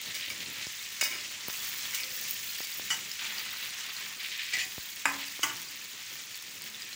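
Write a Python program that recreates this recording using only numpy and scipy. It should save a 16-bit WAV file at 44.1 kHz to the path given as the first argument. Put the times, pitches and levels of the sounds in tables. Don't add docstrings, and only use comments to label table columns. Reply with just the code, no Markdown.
import sys
import numpy as np
from scipy import signal
from scipy.fft import rfft, irfft, next_fast_len
from scipy.io import wavfile

SR = 44100
rng = np.random.default_rng(int(sys.argv[2]) if len(sys.argv) > 2 else 0)


def bounce(signal):
    frames = np.transpose(np.atleast_2d(signal))
    limited = np.clip(frames, -1, 1)
    pcm = np.round(limited * 32767).astype(np.int16)
    wavfile.write(sys.argv[1], SR, pcm)


N = 306495


def gain_of(db):
    return 10 ** (np.asarray(db) / 20)

def unit_rms(x):
    return x / np.sqrt(np.mean(x ** 2) + 1e-20)

def unit_energy(x):
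    return x / np.sqrt(np.sum(x ** 2) + 1e-20)

def curve_at(points, hz):
    points_hz, values = np.transpose(points)
    return np.interp(np.log(hz + 1), np.log(points_hz + 1), values)

def add(mix, start_s, sound):
    part = mix[round(start_s * SR):][:len(sound)]
    part += sound[:len(part)]

def colour(x, spectrum, shelf_db=lambda hz: 0):
    hz = abs(np.fft.fftfreq(2048, 1 / SR))
    log_gain = np.log(gain_of(curve_at(spectrum, hz) + shelf_db(hz)))
    taps = np.fft.ifft(np.exp(np.conj(signal.hilbert(log_gain)))).real
    return signal.oaconvolve(x, taps)[:len(x)]

def waver(corner_hz):
    size = next_fast_len(N)
    hz = np.fft.rfftfreq(size, 1 / SR)
    spectrum = rfft(rng.standard_normal(size)) / (1 + (hz / corner_hz) ** 2)
    return unit_rms(irfft(spectrum, size)[:N])

def clicks(per_s, spread_db, cap=5, candidates=60000):
    place, chance, size, sign = rng.random((candidates, 4)).T
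    height = gain_of(spread_db * np.minimum(-np.log(1 - size), cap)) * np.sign(sign - .5)
    occurs = chance < per_s * N / SR / candidates
    return np.bincount((place * N).astype(int), height * occurs, N)

def resonate(x, hz, t60_s):
    r = np.exp(-np.log(1000) / (t60_s * SR))
    return signal.lfilter([1, 0, -1], [1, -2 * r * np.cos(2 * np.pi * hz / SR), r * r], x)


# frequency in Hz, level in dB.
CRACKLE_SPECTRUM = [(100, -16), (600, -22.5), (1200, -8), (2200, 0.5), (4000, 0), (6800, 1), (8800, -7.5),
                    (12500, -18), (16000, -24)]
FIZZ_SPECTRUM = [(3000, -7.5), (7000, -63), (10000, 6), (13800, 7), (14600, 19), (15400, 22.5), (16200, 2)]
CRACKLE_DB, FIZZ_DB, DRYING_DB_PER_S = -43, -51.5, 0.4463
FIZZ_EXPONENT = 2.63

def sizzle():
    ticks = unit_rms(clicks(per_s=4500, spread_db=4.0, cap=4.8))
    wash = rng.standard_normal(N) * gain_of(2.0 * waver(25))
    bursts = bubbles(per_s=2000, spread_db=3.0, q=11.4) + gain_of(-10.5) * ticks + gain_of(3.5) * wash
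    pings = gain_of(-8.5) * bubbles(per_s=100, spread_db=-2.5, q=140)
    clusters = ticks * gain_of(2.5 * waver(36))
    flare = np.sqrt(boiling_power())
    crackle = gain_of(CRACKLE_DB) * flare * unit_rms(colour(bursts + pings, CRACKLE_SPECTRUM))
    fizz = gain_of(FIZZ_DB) * flare ** FIZZ_EXPONENT * unit_rms(colour(clusters, FIZZ_SPECTRUM))
    drying = gain_of(-DRYING_DB_PER_S * np.arange(N) / SR)
    return drying * (crackle + fizz)

def bubbles(per_s, spread_db, q, sizes=24):
    out = np.zeros(N)
    for hz in np.linspace(1800, 11000, sizes):
        t = np.arange(round(3 * q * SR / hz)) / SR
        ping = unit_energy(np.sin(2 * np.pi * hz * t) * np.exp(-np.pi * hz * t / q))
        out += np.convolve(clicks(per_s / sizes, spread_db, candidates=2000), ping)[:N]
    return unit_rms(out)


# start in seconds, flare scale in multiples of resting power.
TURNS = [(0.55, 0.4), (1.45, 2.8), (2.12, 1.9), (3.2, 0.5), (4.148, 0.6), (4.62, 0.4), (5.06, 0.7)]
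FLARE_RISE_S, FLARE_FADE_S = 0.12, 0.58

def boiling_power():
    t, power = np.arange(N) / SR, np.ones(N)
    for start_s, extra in TURNS:
        age_s = np.maximum(t - start_s, 0)
        power += extra * (1 - np.exp(-age_s / FLARE_RISE_S)) * np.exp(-age_s / FLARE_FADE_S)
    return power


# start in seconds, peak in dB, centre in Hz, decay in seconds.
LOUD_SNAPS = [ (0.060, -26, 3920, 0.0004), (0.282, -24, 2480, 0.0004), (0.669, -24, 5030, 0.0003),
              (1.4834, -16, 14800, 0.0005), (1.855, -22, 3270, 0.0005), (2.0345, -20, 4300, 0.0003),
              (2.295, -20, 14800, 0.0003), (2.3096, -14, 14800, 0.0007), (2.774, -24, 14800, 0.001),
              (3.1155, -22, 5100, 0.0018), (3.383, -27, 4740, 0.0028), (3.966, -28, 4150, 0.0023),
              (5.283, -27, 4640, 0.0011), (6.367, -27, 14800, 0.0004), (6.6402, -26, 14800, 0.001),
              (6.821, -28, 4770, 0.0011)]
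# rate per second, peak in dB, nominal centre in Hz, decay in seconds.
SMALL_SNAPS = [(4.5, -33, 4300, 0.0037), (6.5, -22, 24000, 0.00059)]

def oil_snaps(spread_db=3, spread_hz=900, candidates=40):
    out = np.zeros(N)
    for start_s, *drop in LOUD_SNAPS:
        add(out, start_s, snap(*drop))
    for per_s, db, hz, decay_s in SMALL_SNAPS:
        for chance, place, size, pitch in rng.random((candidates, 4)):
            pop = snap(db + spread_db * (2 * size - 1), hz + spread_hz * (2 * pitch - 1), decay_s)
            if chance < per_s * N / SR / candidates:
                add(out, place * N / SR, pop)
    return out

def snap(peak_db, hz, decay_s, grit=0.6):
    t = np.arange(SR // 50) / SR
    burst = (np.sin(2 * np.pi * hz * t) + grit * rng.standard_normal(len(t))) * np.exp(-t / decay_s)
    spectrum = [(100, -40), (hz / 3, -15), (hz * 1.1, -12), (hz, 0), (hz * 1.4, -11), (hz * 3, -22)]
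    pop = colour(burst, spectrum)
    return gain_of(peak_db) * pop / abs(pop).max()


# start in seconds, clash in dB, ring in dB, chatter in seconds,
# clash treble shelf in dB, spatula part that touches.
BLOWS = [ (0.144, -36.5, -43, 0.025, -2, "edge"), (0.3, -39, -44, 0.0051, -1, "edge"),
         (1.0111, -30, -30.5, 0.0057, 0, "edge"), (1.033, -28.5, -52, 0.015, 20, "edge"),
         (1.048, -38.5, -34, 0.026, -11, "edge"), (1.11, -39.5, -37, 0.074, -20, "edge"),
         (1.936, -45, -45, 0.0059, -4, "edge"), (1.946, -30, -52, 0.011, 9, "edge"),
         (1.975, -40, -41.5, 0.065, 2, "edge"), (2.903, -33, -30, 0.037, 2, "flat"),
         (3.221, -42, -60, 0.072, -4, "flat"), (4.533, -32.5, -38, 0.019, -4, "tip"),
         (4.585, -35, -36.5, 0.047, 4, "tip"), (5.055, -27.5, -31.5, 0.00084, 5, "neck"),
         (5.08, -41.5, -48, 0.05, -5, "neck"), (5.431, -28.5, -32, 0.013, -6, "flat"),
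         (5.494, -50, -46, 0.011, -13, "flat")]
SHELL_LOW_HZ = 117

def spatula_clinks():
    out = np.zeros(N)
    for start_s, *contact in BLOWS:
        add(out, start_s, blow(*contact))
    return signal.sosfilt(signal.butter(3, SHELL_LOW_HZ, "high", fs=SR, output="sos"), out)


PARTS = ("edge", "flat", "tip", "neck")
RING_SHARE = (0.8, 0.5, 0.9, 0.7)
# frequency in Hz, free t60 in seconds, level in dB for each part.
STEEL_MODES = [ (280, .6, -26, -28, -35, -10), (592, .7, -17, -28, -35, -18), (760, .6, -26, -24, -19, -10),
               (910, .25, -22, -17, -30, -12), (1041, .35, -20, -19, -30, -8),
               (1310, .35, -14, -11, -28, -4), (1569, .2, -15, -14, -24, -2), (1735, .25, -14, -22, -7, 0),
               (1945, .14, -16, -6, 0, -8), (2045, .28, -7, -8, -3, 0), (2229, .35, 0, -15, -12, -8),
               (2495, .35, -8, -16, -3, -3), (2875, .18, -1, -1, -9, -20), (2992, .42, -9, 4, -10, -20),
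               (3712, .24, -5, -18, -11, -24), (4400, .15, -18, -22, -5, -28),
               (4640, .18, -10, -13, -11, -24), (4925, .35, -6, -22, -10, -9),
               (5131, .35, -3, -15, -20, -11), (5388, .25, -7, -12, -12, -18),
               (5871, .25, -8, -13, -14, -22), (6330, .2, -18, -10, -20, -24),
               (6600, .3, -8, -14, -12, -22), (7340, .15, -10, -13, -12, -12),
               (7880, .2, -12, -12, -20, -11), (9170, .06, -17, -22, -24, -28),
               (11000, .08, -14, -22, -28, -27)]
# frequency in Hz, level in dB for each part.
SHELL_SPECTRA = [ (40, -32, -34, -56, -74), (151, -12, -4, -37, -35), (691, -12, -11, -27, -11),
                 (960, -10, 3.5, -19, 7), (1490, -2.5, 4, -16, 0), (1900, 2.5, 6, 8.5, 7.5),
                 (2290, 11, 2.5, 0, 6), (2940, 1.5, 1, -3, -9), (4270, -3.5, -7, -13, -15),
                 (4930, 6, 5, -2, -17.5), (7650, -1.5, 5, -4, -3.5), (8540, -1.5, -4, -13, -15.5),
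                 (13800, -18, -15, -26, -30), (15000, 4, -3, -17, -18)]

def blow(clash_db, ring_db, chatter_s, treble_db, part):
    t, column = np.arange(SR // 2) / SR, PARTS.index(part)
    grit, shell_noise = rng.standard_normal((2, len(t)))
    rebounds = rng.random(len(t)) < 5000 / SR
    force = unit_energy(grit * rebounds * np.exp(-np.minimum(t / chatter_s, 10) ** 2))
    force[0] += .4
    ring = np.zeros(len(t))
    for k, (hz, t60_s, *levels_db) in enumerate(STEEL_MODES):
        blade_damped = 1.7 * resonate(force, hz, t60_s=0.058)
        lingering = resonate(force, hz, t60_s * RING_SHARE[column])
        ring += (-1) ** k * gain_of(levels_db[column]) * unit_energy(blade_damped + lingering)
    shell = shell_noise * (np.exp(-t / (0.0022 + 0.05 * chatter_s)) + gain_of(-17 - 60 * t / 0.41))
    spectrum = [(hz, levels_db[column]) for hz, *levels_db in SHELL_SPECTRA]
    shelf_db = lambda hz: treble_db / (1 + (3500 / (hz + 1)) ** 4)
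    clash = colour(signal.fftconvolve(force, shell)[:len(t)], spectrum, shelf_db)
    clink = gain_of(clash_db) * unit_energy(clash) + gain_of(ring_db) * unit_energy(ring)
    return np.sqrt(SR / 25) * clink


# start in seconds, length in seconds, scrape in dB, squelch in dB.
STROKES = [(0.02, 0.41, -44, -80), (0.48, 0.14, -45.5, -57), (1.3, 0.74, -49, -55),
           (2.52, 0.53, -48.5, -74), (3.18, 0.15, -38, -50.5), (3.35, 0.33, -42.5, -52),
           (3.72, 0.49, -46, -53), (4.19, 0.43, -39, -73), (5.12, 0.13, -44.5, -59), (5.55, 0.45, -55, -63),
           (6.1, 0.17, -55, -61), (6.45, 0.73, -72, -73)]
# start in seconds, length in seconds, level in dB.
TUMBLES = [(0.03, 0.044, -52), (0.27, 0.38, -53.5), (0.97, 0.4, -61.5), (1.38, 1, -59), (2.75, 0.31, -55.5),
           (3.22, 0.44, -63), (3.82, 0.5, -62.5), (4.52, 0.15, -58.5), (5.07, 0.077, -50.5),
           (5.42, 0.43, -59.5), (6.1, 0.04, -54), (6.55, 0.45, -59.5)]
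# frequency in Hz, level in dB.
SCRAPE_SPECTRUM = [(300, -15.5), (800, -23.5), (1400, -6.5), (1850, 9.5), (2400, 9.5), (3600, 8.5),
                   (5000, 3), (9000, -33), (16000, -88)]
SQUELCH_SPECTRUM = [(200, -22.5), (600, -13), (950, -3), (1300, 0), (2000, -0.5), (5000, -25)]
TUMBLE_SPECTRUM = [(20, -30), (45, -20), (80, -8), (130, 2), (280, -1), (500, -3.5), (900, -11.5),
                   (2000, -17.5), (8000, -18)]
RUBBING_DB, SEEPING_DB, SETTLING_DB = -48.5, -59.5, -64

def stirring():
    slips = clicks(per_s=5000, spread_db=3.5) * gain_of(2.33 * waver(14.7))
    rolls = rng.standard_normal(N) * gain_of(3.2 * waver(18))
    smacks = clicks(per_s=900, spread_db=2.5)
    scrape = pushes(STROKES, RUBBING_DB) * unit_rms(colour(slips, SCRAPE_SPECTRUM))
    squelch = pushes(STROKES, SEEPING_DB, column=1) * unit_rms(colour(smacks, SQUELCH_SPECTRUM))
    tumble = pushes(TUMBLES, SETTLING_DB) * unit_rms(colour(rolls, TUMBLE_SPECTRUM))
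    return scrape + squelch + tumble

def pushes(rows, floor_db, column=0, attack_s=0.012, sag_db_per_s=1.5, release_s=0.032):
    t, power = np.arange(N) / SR, gain_of(floor_db) ** 2
    for start_s, length_s, *levels_db in rows:
        age_s = np.maximum(t - start_s, 0)
        shape = np.minimum(age_s / attack_s, 1) * np.exp(-np.maximum(age_s - length_s, 0) / release_s)
        power = power + (shape * gain_of(levels_db[column] - sag_db_per_s * age_s)) ** 2
    return np.sqrt(power)


# start in seconds, peak in dB, pressure pulse length in seconds.
SPITS = [(0.669, -31, 0.0014), (1.027, -20.5, 0.00029), (1.4846, -25, 0.00089), (1.5, -19, 0.000073),
         (2.605, -26, 0.00046), (2.797, -27.5, 0.00046), (4.781, -27.5, 0.0019), (5.394, -28, 0.00048)]

def spits():
    t, out = np.arange(SR // 20) / SR, np.zeros(N)
    for start_s, peak_db, length_s in SPITS:
        pressure = (1 - t / length_s) * np.exp(-t / length_s)
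        pulse = colour(pressure, [(20, -18), (70, 4.0), (1500, 7.5), (4000, 4), (15000, -2)])
        add(out, start_s, gain_of(peak_db) * pulse / pulse.max())
    return out

def wok_hum(start_s=2.01, length_s=.15, hz=520, db=-61.5):
    t, out = np.arange(round(length_s * SR)) / SR, np.zeros(N)
    cycles = np.cumsum(hz * (1 + .012 * waver(40)[:len(t)])) / SR
    hum = np.sin(np.pi * t / length_s) * np.sin(2 * np.pi * cycles)
    add(out, start_s, gain_of(db) * unit_rms(hum))
    return out


# frequency in Hz, t60 in seconds.
KITCHEN_T60 = [(100, 0.9), (1000, 0.35), (4000, 0.14), (15000, 0.22)]

def kitchen(x):
    hz, t, noise = signal.stft(rng.standard_normal(SR // 2), SR, nperseg=256)
    decay = gain_of(-60 * t / curve_at(KITCHEN_T60, hz)[:, None])
    tail = signal.istft(noise * decay, SR, nperseg=256)[1]
    tail[:SR // 250] = 0
    return signal.oaconvolve(x, unit_energy(tail))[:N]

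def scene():
    frying = sizzle() + stirring() + oil_snaps()
    steel = spatula_clinks() + wok_hum()
    room = kitchen(gain_of(-11) * frying + gain_of(-6) * steel)
    return (frying + steel + room + spits())[None]


LOW_CUT_HZ, HIGH_CUT_HZ = 38, 15900

def record(dry):
    highpass = signal.butter(4, LOW_CUT_HZ, "high", fs=SR, output="sos")
    lowpass = signal.firwin(511, HIGH_CUT_HZ, window=("kaiser", 9), fs=SR)
    return signal.oaconvolve(signal.sosfilt(highpass, dry), lowpass[None], "same")


dry = scene()
out = record(dry)
bounce(out)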